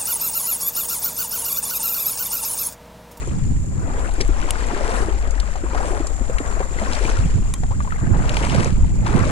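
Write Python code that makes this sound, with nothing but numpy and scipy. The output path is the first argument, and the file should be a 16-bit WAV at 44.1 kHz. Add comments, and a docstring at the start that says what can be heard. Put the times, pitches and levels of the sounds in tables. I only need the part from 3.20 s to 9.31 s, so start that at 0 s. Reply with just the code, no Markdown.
"""Legs wade slowly through a shallow marsh, about a stride a second, heard from a head-worn camera.
Each leg pushes up a churn of bubbles and spray; between strides the water gurgles, plops and drips,
and carried gear clicks. Wind rumbles on the two microphone ports and buffets them harder near the end.
Insects sizzle in the reeds."""
import sys
import numpy as np
from scipy import signal
from scipy.fft import rfft, irfft
from scipy.io import wavfile
from scipy.ndimage import uniform_filter1d

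SR = 44100
rng = np.random.default_rng(int(sys.argv[2]) if len(sys.argv) > 2 else 0)


def int16_out(signal):
    """Quantize to a 16-bit WAV file."""
    q = np.round(np.clip(np.atleast_2d(signal).T, -1, 1) * 32767)
    wavfile.write(sys.argv[1], SR, q.astype(np.int16))


N = 269430
TIME, HZ = np.arange(N) / SR, np.fft.rfftfreq(N, 1 / SR)
LEAD_S = .00028  # sound from the left reaches the left port this much earlier
SLOSH_BAND_HZ, SPRAY_BAND_HZ = (400, 1600), (2000, 6000)

# The tone of churned water. Each row: frequency in Hz, gain in dB.
WATER_TONE = [(100, -47), (200, 3.5), (330, -0.5), (600, -2), (1000, -3), (1600, -5), (2400, -7.5),
              (3500, -17), (5500, -17.5), (7200, -21), (9500, -25.5), (11200, -41), (14500, -49.5),
              (16000, -81)]


def amp(db):
    """Decibels to gain."""
    return 10 ** (np.asarray(db) / 20)


def unit(x):
    """Scales to rms 1."""
    return x / np.sqrt(np.mean(x ** 2) + 1e-20)


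def curve(rows):
    """Joins (seconds, value) points into a value at every sample."""
    return np.interp(TIME, *np.transpose(rows))


def shape(points, hz=HZ):
    """An EQ curve through (Hz, dB) points, as gain."""
    f, db = np.transpose(points)
    return amp(np.interp(np.log(hz + 1), np.log(f), db))


def band(f, hz, sharpness):
    """Gain of one broad resonance."""
    return 1 / np.hypot(1, sharpness * (f / hz - hz / (f + 1)))


def colour(x, gain):
    """Filters by a gain per frequency."""
    return irfft(rfft(x) * gain, N)


def levelled(x, band_hz):
    """Scales a pair so that its middle has rms 1 within a band."""
    return x / np.std(colour(x.mean(0), (HZ > band_hz[0]) & (HZ < band_hz[1])))


def drift(hz):
    """A random wobble of rms 1, up to the given rate."""
    return unit(colour(rng.standard_normal(N), 1 / (1 + (HZ / hz) ** 4)))


def surge(start, length, rise_s, fall_s, arch_db=0):
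    """Power of one push: it swells 20 dB per rise_s, holds in an arch and falls 20 dB per fall_s."""
    t = TIME - start
    outside = np.maximum(-t, 0) / rise_s + np.maximum(t - length, 0) / fall_s
    arch = (2 * np.clip(t / length, 0, 1) - 1) ** 2
    return amp(-20 * outside - arch_db * arch) ** 2


def hump(centre_s, half_width_s):
    """A bell-shaped envelope."""
    return np.exp(-((TIME - centre_s) / half_width_s) ** 2 / 2)


def spread(side_db):
    """Left and right gains for a level difference, at constant power."""
    gains = amp(np.array([side_db, -side_db]) / 2)
    return gains / np.sqrt(np.mean(gains ** 2, axis=0))


def port_colour():
    """Left and right EQ: the housing favours the left port in two broad bands."""
    # Each row: frequency in Hz, left minus right in dB.
    housing_tilt = [(250, -1), (500, -1), (950, 5.5), (2000, 10), (3000, 3.5), (4800, -1.5), (6500, -7.5),
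                    (7500, 13), (8800, 16), (11000, 6.5), (15000, 12)]
    tilt = np.sqrt(shape(housing_tilt))
    return np.array([tilt, 1 / tilt])


def noise_pair(gain, likeness, phase):
    """Coloured noise on two ports, partly alike, the left leading by a phase in radians."""
    left, other = rfft(rng.standard_normal((2, N)))
    right = likeness * left * np.exp(-1j * phase) + np.sqrt(1 - likeness ** 2) * other
    return irfft(np.array([left, right]) * gain, N)


def burst(gain_at, t60, size=4096, attack_s=.0008):
    """A short coloured puff of noise that snaps on and dies away."""
    t = np.arange(size) / SR
    puff = unit(irfft(rfft(rng.standard_normal(size)) * gain_at(np.fft.rfftfreq(size, 1 / SR))))
    return puff * np.exp(-np.log(1000) * t / t60) * (1 - np.exp(-t / attack_s))


def add(mix, s, sound, lead=LEAD_S):
    """Places a sound on both ports, lead seconds later on the right."""
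    for port, start in zip(mix, (s, s + lead)):
        part = port[max(round(start * SR), 0):][:len(sound)]
        part += sound[:len(part)]


def bubble(hz, t60, octaves, onset_cycles=0.328):
    """Trapped air rings as a dying, gliding tone; a climb is the bubble nearing the surface."""
    t = np.arange(int(t60 * SR) + 8) / SR
    turns = np.cumsum(hz * 2 ** (octaves * t / t60)) / SR
    onset = 1 - np.exp(-turns / onset_cycles)
    return np.sin(2 * np.pi * turns) * np.exp(-np.log(1000) * t / t60) * onset


def bubble_cloud(count, low_hz, high_hz, size_db, ring_s, scatter_s=0.000075):
    """Bubbles of many sizes around the legs; ring_s is the mean t60 at 1 kHz, small ones die sooner."""
    cloud = np.zeros((2, N))
    for when, pitch, size, sustain, glide, place in rng.random((count, 6)):
        hz = low_hz * (high_hz / low_hz) ** np.sqrt(pitch)
        t60 = ring_s * (1000 / hz) ** .7 * (.5 + sustain)
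        strength = amp(size_db * min(-np.log(1 - size), 3))
        lead = LEAD_S + scatter_s * (4 * place - 2)
        add(cloud, when * N / SR, strength * bubble(hz, t60, octaves=glide / 2 - .1), lead)
    return cloud


def froth(patch_db, flicker_db):
    """Torn water hisses in short patches, with gentle surges shared by all pitches."""
    noise = noise_pair(1, likeness=0.255, phase=2 * np.pi * HZ * LEAD_S)
    spectra = signal.stft(noise, nperseg=256)[2]
    patches = uniform_filter1d(rng.standard_normal(spectra.shape[1:]), size=5, axis=0)  # across pitch
    patches = unit(uniform_filter1d(patches, size=4, axis=1))  # across time
    hiss = signal.istft(spectra * amp(patch_db * 2 * np.tanh(patches / 2)), nperseg=256)[1][:, :N]
    return unit(hiss * amp(flicker_db * np.tanh(drift(29.1))))


def droplets(per_s=400, size_db=4.6):
    """Fine spray falls back as a patter of tiny ticks."""
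    hits = rng.random(N) < per_s / SR
    ticks = hits * amp(size_db * np.minimum(rng.exponential(1, N), 4)) * rng.choice([-1, 1], N)
    port_delay = np.exp(-2j * np.pi * HZ * np.array([[0], [LEAD_S]]))
    return unit(colour(ticks, port_delay))


def stirring(lapping_spray_db=-7.5, spray_swell_share=0.65):
    """Envelopes of slosh and spray: the strides on top of the lapping they leave behind."""
    # A leg pushes through the water. Each row: start and length in seconds, relative slosh and spray
    # levels in dB, seconds for the slosh to swell by 20 dB, seconds for both to settle by 20 dB.
    strides = [(0.006, 0.037, -41.5, -47.5, .1, 0.73), (0.683, 0.2117, -34, -51.5, 0.23, 0.03),
               (1.197, 0.458, -39, -42.5, .12, 0.6), (1.66, 0.14, -27.3, -39.5, 0.45, 0.26),
               (2.539, 0.1905, -30.3, -43, 0.12, 0.4068), (3.291, 0.152, -34.5, -47.5, .5, 0.09),
               (3.582, 0.1067, -32.5, -41.5, 0.1848, 0.0644), (3.706, 0.2335, -31, -37, 0.0747, 0.4147),
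               (4.95, 0.17, -35.5, -48, 0.2, 0.1), (5.165, 0.31, -29.5, -36, .35, .1),
               (5.857, 0.12, -31, -41, 0.05, .2), (5.97, 0.25, -28, -39.5, 0.15, .3)]
    # Stirred water between strides. Each row: time in seconds, relative level in dB.
    lapping = [(0, -51.5), (.5, -51), (1.0, -38.5), (2.35, -41.5), (3.0, -44.5), (4.4, -47), (5.7, -44.5)]
    lapping_db = curve(lapping)
    slosh, spray = amp(lapping_db) ** 2, amp(lapping_db + lapping_spray_db) ** 2
    for start, length, slosh_db, spray_db, swell, settle in strides:
        slosh += amp(slosh_db) ** 2 * surge(start, length, swell, settle, arch_db=1.5)
        spray += amp(spray_db) ** 2 * surge(start, length, swell * spray_swell_share, settle, arch_db=2)
    return np.sqrt(slosh), np.sqrt(spray)


def wading(split_hz=1900, slosh_db=-1, spray_db=-1.5,
           bubbles_db=1, glugs_db=-4, droplets_db=-2, fizz_db=-6):
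    """Each stride swells a slosh of froth, bubbles and glugs and, above it, a hiss of spray and fizz."""
    tone, low = shape(WATER_TONE) * port_colour(), 1 / (1 + (HZ / split_hz) ** 4)
    as_slosh = lambda x: levelled(colour(x, tone * low), SLOSH_BAND_HZ)
    as_spray = lambda x: levelled(colour(x, tone * (1 - low)), SPRAY_BAND_HZ)
    bubbles = bubble_cloud(count=5000, low_hz=200, high_hz=3500, size_db=3, ring_s=.028)
    glugs = bubble_cloud(count=300, low_hz=200, high_hz=1700, size_db=2, ring_s=.05)
    fizz = bubble_cloud(count=2000, low_hz=1200, high_hz=9000, size_db=4, ring_s=.02)
    churn = as_slosh(froth(patch_db=3.5, flicker_db=3.5))
    churn += amp(bubbles_db) * as_slosh(bubbles) + amp(glugs_db) * as_slosh(glugs)
    slosh = levelled(churn, SLOSH_BAND_HZ)
    hiss = froth(patch_db=4.0, flicker_db=2.0) + amp(droplets_db) * droplets()
    spray = levelled(as_spray(hiss) + amp(fizz_db) * as_spray(fizz), SPRAY_BAND_HZ)
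    push, throw = stirring()
    return slosh * push * amp(slosh_db) + spray * throw * amp(spray_db)


def blowing(steady_db=-19, breeze_db=-36):
    """Level rides in dB for the rumble and the buffeting: a steady wind with swells and gusts."""
    # Swells and lulls of the rumble. Each row: centre in seconds, lift or dip in dB.
    swells = [(.1, -6), (.33, 1.5), (.53, -10), (1.1, 4.5), (1.53, -3.5), (1.93, 3.5), (2.33, -3.5),
              (2.5, 2.5), (5.0, 2.5), (5.38, -7), (5.63, 5.5)]
    # Gusts on the ports. Each row: start in seconds, length in seconds, relative level in dB.
    gusts = [(0.1, 0.48, -21.5), (4.028, 0.165, -23), (4.413, 0.21, -25.5), (4.834, 0.07, -16.5),
             (5.118, 0.062, -23.5), (5.324, 0.0918, -16), (5.615, 0.233, -21), (5.901, 0.27, -18.5)]
    swell_db = steady_db + sum(db * hump(s, half_width_s=0.062) for s, db in swells)
    power = sum(amp(db) ** 2 * surge(s, length, rise_s=0.0997, fall_s=0.399) for s, length, db in gusts)
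    return swell_db, 10 * np.log10(amp(breeze_db) ** 2 + power)


def wind(rumble_db=-4.0, buffet_db=-5.5, lump_db=3.5, rumble_side_db=7,
         flutter_db=-27, flutter_growth=1.973, flutter_hz=230):
    """Large eddies rumble on both ports; small ones buffet each port and flutter higher in hard gusts."""
    # The side the wind strikes. Each row: time in seconds, lean to the left in dB.
    wind_side = [(0, -3.5), (.5, -3), (1, 2), (3.85, 4.5), (4.0, -4.5), (5.4, -9), (5.7, -5.5)]
    # The tones of large and of small eddies. Each row: frequency in Hz, gain in dB.
    rumble_tone = [(8, -3), (22, -7.5), (36, -1.5), (50, -1.5), (75, -16), (120, -34.5), (300, -44.5),
                   (900, -84.5)]
    buffet_tone = [(20, -25), (55, 0.5), (110, 0), (170, -6.5), (260, -16), (400, -30), (800, -56.5),
                   (3000, -106)]
    side_db, (swell_db, gust_db) = curve(wind_side), blowing()
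    rumble = levelled(noise_pair(shape(rumble_tone), likeness=.7, phase=1.0), band_hz=(20, 70))
    rumble *= spread(side_db + rumble_side_db) * amp(swell_db + rumble_db)
    eddies = levelled(noise_pair(shape(buffet_tone), likeness=.2, phase=0), band_hz=(80, 220))
    low_cut = HZ ** 2 / (HZ ** 2 + flutter_hz ** 2)
    flutter = unit(noise_pair(shape(buffet_tone) * low_cut, likeness=0, phase=0))
    flutter *= amp(flutter_db + flutter_growth * (gust_db + 19.5))
    buffet = eddies * amp(gust_db + buffet_db) + flutter
    lumps = amp(lump_db * np.array([drift(13.4), drift(23.2)]))
    return rumble + buffet * spread(side_db) * lumps


def insects(level_db=1, shimmer_db=1.5, housing_share=.35):
    """A distant chorus merges into one steady sizzle, partly coloured by the housing."""
    # The sizzle peaks near 7 kHz. Each row: frequency in Hz, gain in dB.
    chorus_tone = [(3000, -28), (6000, -17.5), (6650, -10.5), (6980, -.5), (7250, 1), (7550, -5),
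                   (7950, -13.5), (8800, -15), (11000, -28), (15500, -38)]
    # Its slow rise and fall. Each row: time in seconds, relative level in dB.
    chorus_ride = [(0.0, -48.5), (2.3, -51), (3.25, -46), (4.35, -48.5), (6.11, -51)]
    chorus = noise_pair(shape(chorus_tone) * port_colour() ** housing_share, likeness=0.328, phase=2.61)
    chorus *= amp(shimmer_db * drift(71))
    return levelled(chorus, band_hz=(6800, 7600)) * amp(curve(chorus_ride) + level_db)


def plops(level_db=4, ring_s=.031, glide_stretch=.35, slop_db=-4, slop_ratio=0.752,
          db_per_octave=-4, twin_db=-7, twin_ratio=1.45, twin_s=.007):
    """A cavity claps shut with a hollow slop; the trapped air rings, and a smaller bubble splits off."""
    # The larger air pockets. Each row: start in seconds, relative level in dB, starting pitch in Hz,
    # glide in octaves over the ring.
    pockets = [(.073, -26, 390, -1.4), (.678, -32, 667, 0), (.888, -28, 720, -.5), (.982, -25, 290, 0.5),
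               (1.004, -20.5, 345, 1.5), (1.091, -25, 298, -0.8), (1.197, -28, 725, -.5),
               (1.227, -26.5, 1450, .5), (1.287, -23.5, 1012, 0.5), (1.356, -24, 1516, -0.3),
               (1.533, -25, 340, .5), (1.547, -26, 1600, 0), (1.638, -24, 850, .7), (1.721, -20.5, 490, .4),
               (1.884, -21.5, 400, -.6), (2.051, -30, 1200, .3), (2.072, -30.5, 560, 1.1),
               (2.179, -31, 1680, .6), (2.229, -29.5, 1300, -.6), (2.286, -30.5, 600, -.4),
               (2.355, -26, 830, -1.4), (2.436, -22, 320, .6), (2.464, -29, 1030, .3),
               (2.548, -21, 800, -.5), (2.575, -23, 1200, .7), (2.604, -20, 780, 0.1),
               (2.801, -18, 300, .7), (2.843, -25, 590, .3), (3.008, -25, 240, -.5), (3.096, -21, 479, 0.8),
               (3.202, -22.5, 326, -1), (3.403, -17.5, 500, .6), (3.428, -26.5, 1126, -0.5),
               (3.587, -23.5, 1950, .5), (3.616, -23, 611, 0.3), (3.66, -24, 1480, .3),
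               (3.85, -22, 297, 0.1), (3.973, -23, 1458, -0.3), (4.434, -26.5, 720, .3),
               (4.509, -28.5, 800, 2.4), (4.604, -23, 1150, 0.1), (4.647, -27, 850, 0.1),
               (4.675, -24.5, 1054, -.3), (4.707, -30, 1950, -.7), (4.722, -22.5, 1425, -1),
               (4.79, -32, 1080, .8), (4.945, -25, 770, .4), (4.992, -26, 814, -0.7),
               (5.168, -22, 888, 0.4), (5.267, -21.5, 890, .4), (5.348, -18.5, 519, -0.3),
               (5.38, -23, 1180, .6), (5.459, -23, 495, .7), (5.641, -33, 875, .6), (5.868, -24, 1007, -1),
               (5.972, -18.5, 360, .3)]
    out = np.zeros((2, N))
    for s, db, hz, octaves in pockets:
        t60 = ring_s * np.sqrt(1000 / hz) * (1 + glide_stretch * octaves ** 2)
        slop = burst(lambda f: band(f, hz * slop_ratio, sharpness=0.68) ** 2, t60)
        twin = bubble(hz * twin_ratio, t60 / 2, octaves=0)
        small_db = db_per_octave * max(np.log2(hz / 500), 0)  # small pockets: less slop and twin
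        add(out, s, amp(db + level_db) * bubble(hz, t60, octaves))
        add(out, s, amp(db + level_db + slop_db + small_db) * slop)
        add(out, s + twin_s, amp(db + level_db + twin_db + small_db) * twin)
    return out


def slaps(level_db=3, sharpness=2.86, top_hz=10500):
    """Flung water lands with a broad, short splat."""
    # Each row: start in seconds, relative level in dB, t60 in seconds, centre in Hz.
    landings = [(.073, -32.5, 0.0127, 7960), (0.938, -29, 0.0093, 8800), (1.004, -25, 0.058, 2006),
                (1.009, -20.5, 0.0406, 4950), (1.078, -27, 0.0089, 7960), (1.468, -28, 0.0102, 7000),
                (2.108, -27, 0.0119, 6700), (2.2, -22, 0.0197, 4400), (2.869, -27, 0.028, 6420),
                (3.183, -22, 0.026, 2080), (3.732, -20.5, 0.0146, 4500), (3.75, -24, .018, 4600),
                (4.435, -28, .017, 1600), (5.093, -17, 0.016, 3650), (5.142, -25, .015, 6000),
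                (5.168, -18, 0.026, 2380), (5.296, -22, 0.0202, 2570), (5.404, -22, 0.022, 2090),
                (5.445, -19, 0.0122, 5680), (5.864, -22, 0.035, 1600)]
    out = np.zeros((2, N))
    for s, db, t60, hz in landings:
        splat = burst(lambda f: band(f, hz, sharpness) / (1 + (f / top_hz) ** 10), t60)
        add(out, s, amp(db + level_db) * splat)
    return out


def mist(centre_hz=8370, sharpness=4.0, top_hz=11000):
    """At the crest of a brisk stride the finest spray sizzles back onto the water."""
    # Each row: time of the crest in seconds, level in dB.
    crests = [(.87, -47.5), (1.77, -39), (2.7, -42.5), (3.82, -49)]
    tone = port_colour() * band(HZ, centre_hz, sharpness) / (1 + (HZ / top_hz) ** 8)
    sizzle = unit(colour(droplets(per_s=4200, size_db=4.5), tone))
    return sizzle * sum(amp(db) * hump(s, half_width_s=0.0614) for s, db in crests)


def dribble(fade_s=0.12):
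    """Water runs off the lifted leg in a dense gurgle."""
    # Each row: start in seconds, length in seconds, level in dB.
    runoffs = [(1.16, .24, -41.5), (2.02, .36, -45), (3.146, .3, -40), (4.76, .32, -41.5)]
    plinks = bubble_cloud(count=2200, low_hz=350, high_hz=2100, size_db=2.5, ring_s=.028)
    flow = np.sqrt(sum(amp(db) ** 2 * surge(s, length, fade_s, fade_s) for s, length, db in runoffs))
    return levelled(colour(plinks, shape(WATER_TONE) * port_colour()), SLOSH_BAND_HZ) * flow


def gear():
    """Gun and sling fittings knock: a hard tick sets a small part ringing."""
    # Each row: start in seconds, relative level in dB, tick t60 in seconds, ring against tick in dB.
    knocks = [(1.3066, -7.5, 0.0099, -39), (4.338, -18, 0.0173, -7)]
    # The fitting's modes. Each row: frequency in Hz, relative level in dB, t60 in seconds.
    modes = [(1068, -3, 0.044), (1920, -15, 0.048), (3196, -20, 0.16), (6480, -7, 0.05), (7650, -12, 0.035)]
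    # The tick's bright tone. Each row: frequency in Hz, gain in dB.
    tick_tone = [(500, -6.5), (1900, -2), (2800, 4.5), (5500, -2), (8500, 2.5), (10500, -0.5), (13000, -17)]
    out, t = np.zeros((2, N)), np.arange(SR // 4) / SR
    ring = sum(amp(db) * np.exp(-np.log(1000) * t / t60) * np.sin(2 * np.pi * hz * t)
               for hz, db, t60 in modes)
    for s, db, t60, ring_db in knocks:
        add(out, s, amp(db) * burst(lambda f: shape(tick_tone, f), t60), lead=0)
        add(out, s, amp(db + ring_db) * ring, lead=0)
    return out


def thumps(left_db=-12):
    """A passing eddy gives one push and pull of pressure, mostly on the right port."""
    # Each row: centre in seconds, peak on the right in dB, main frequency in Hz.
    eddies = [(3.995, -5.5, 89), (4.061, -6.5, 141.2), (4.159, -5.5, 100.8), (4.515, -9, 91.5),
              (4.824, -11.5, 107)]
    out, t = np.zeros((2, N)), np.arange(-1024, 1024) / SR
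    for s, db, hz in eddies:
        pulse = np.cos(2 * np.pi * hz * t) * np.exp(-(2 * hz * t) ** 2 / 2)
        add(out, s + t[0], amp(db) * pulse)
    return out * amp([[left_db], [0]])


def scene():
    """Open marsh: nothing throws the sound back."""
    water = wading() + mist() + dribble()
    accents = colour(plops() + slaps() + gear(), port_colour())
    return water + accents + wind() + thumps() + insects()


def record(dry, ceiling=.95, top_hz=15500):
    """Peaks are rounded off near full scale; then the camera's band limit trims the top."""
    rounded = dry / (1 + (dry / ceiling) ** 8) ** (1 / 8)
    high_cut = signal.firwin(511, top_hz, window=("kaiser", 9), fs=SR)
    return signal.oaconvolve(rounded, high_cut[None], "same")


dry = scene()
out = record(dry)
int16_out(out)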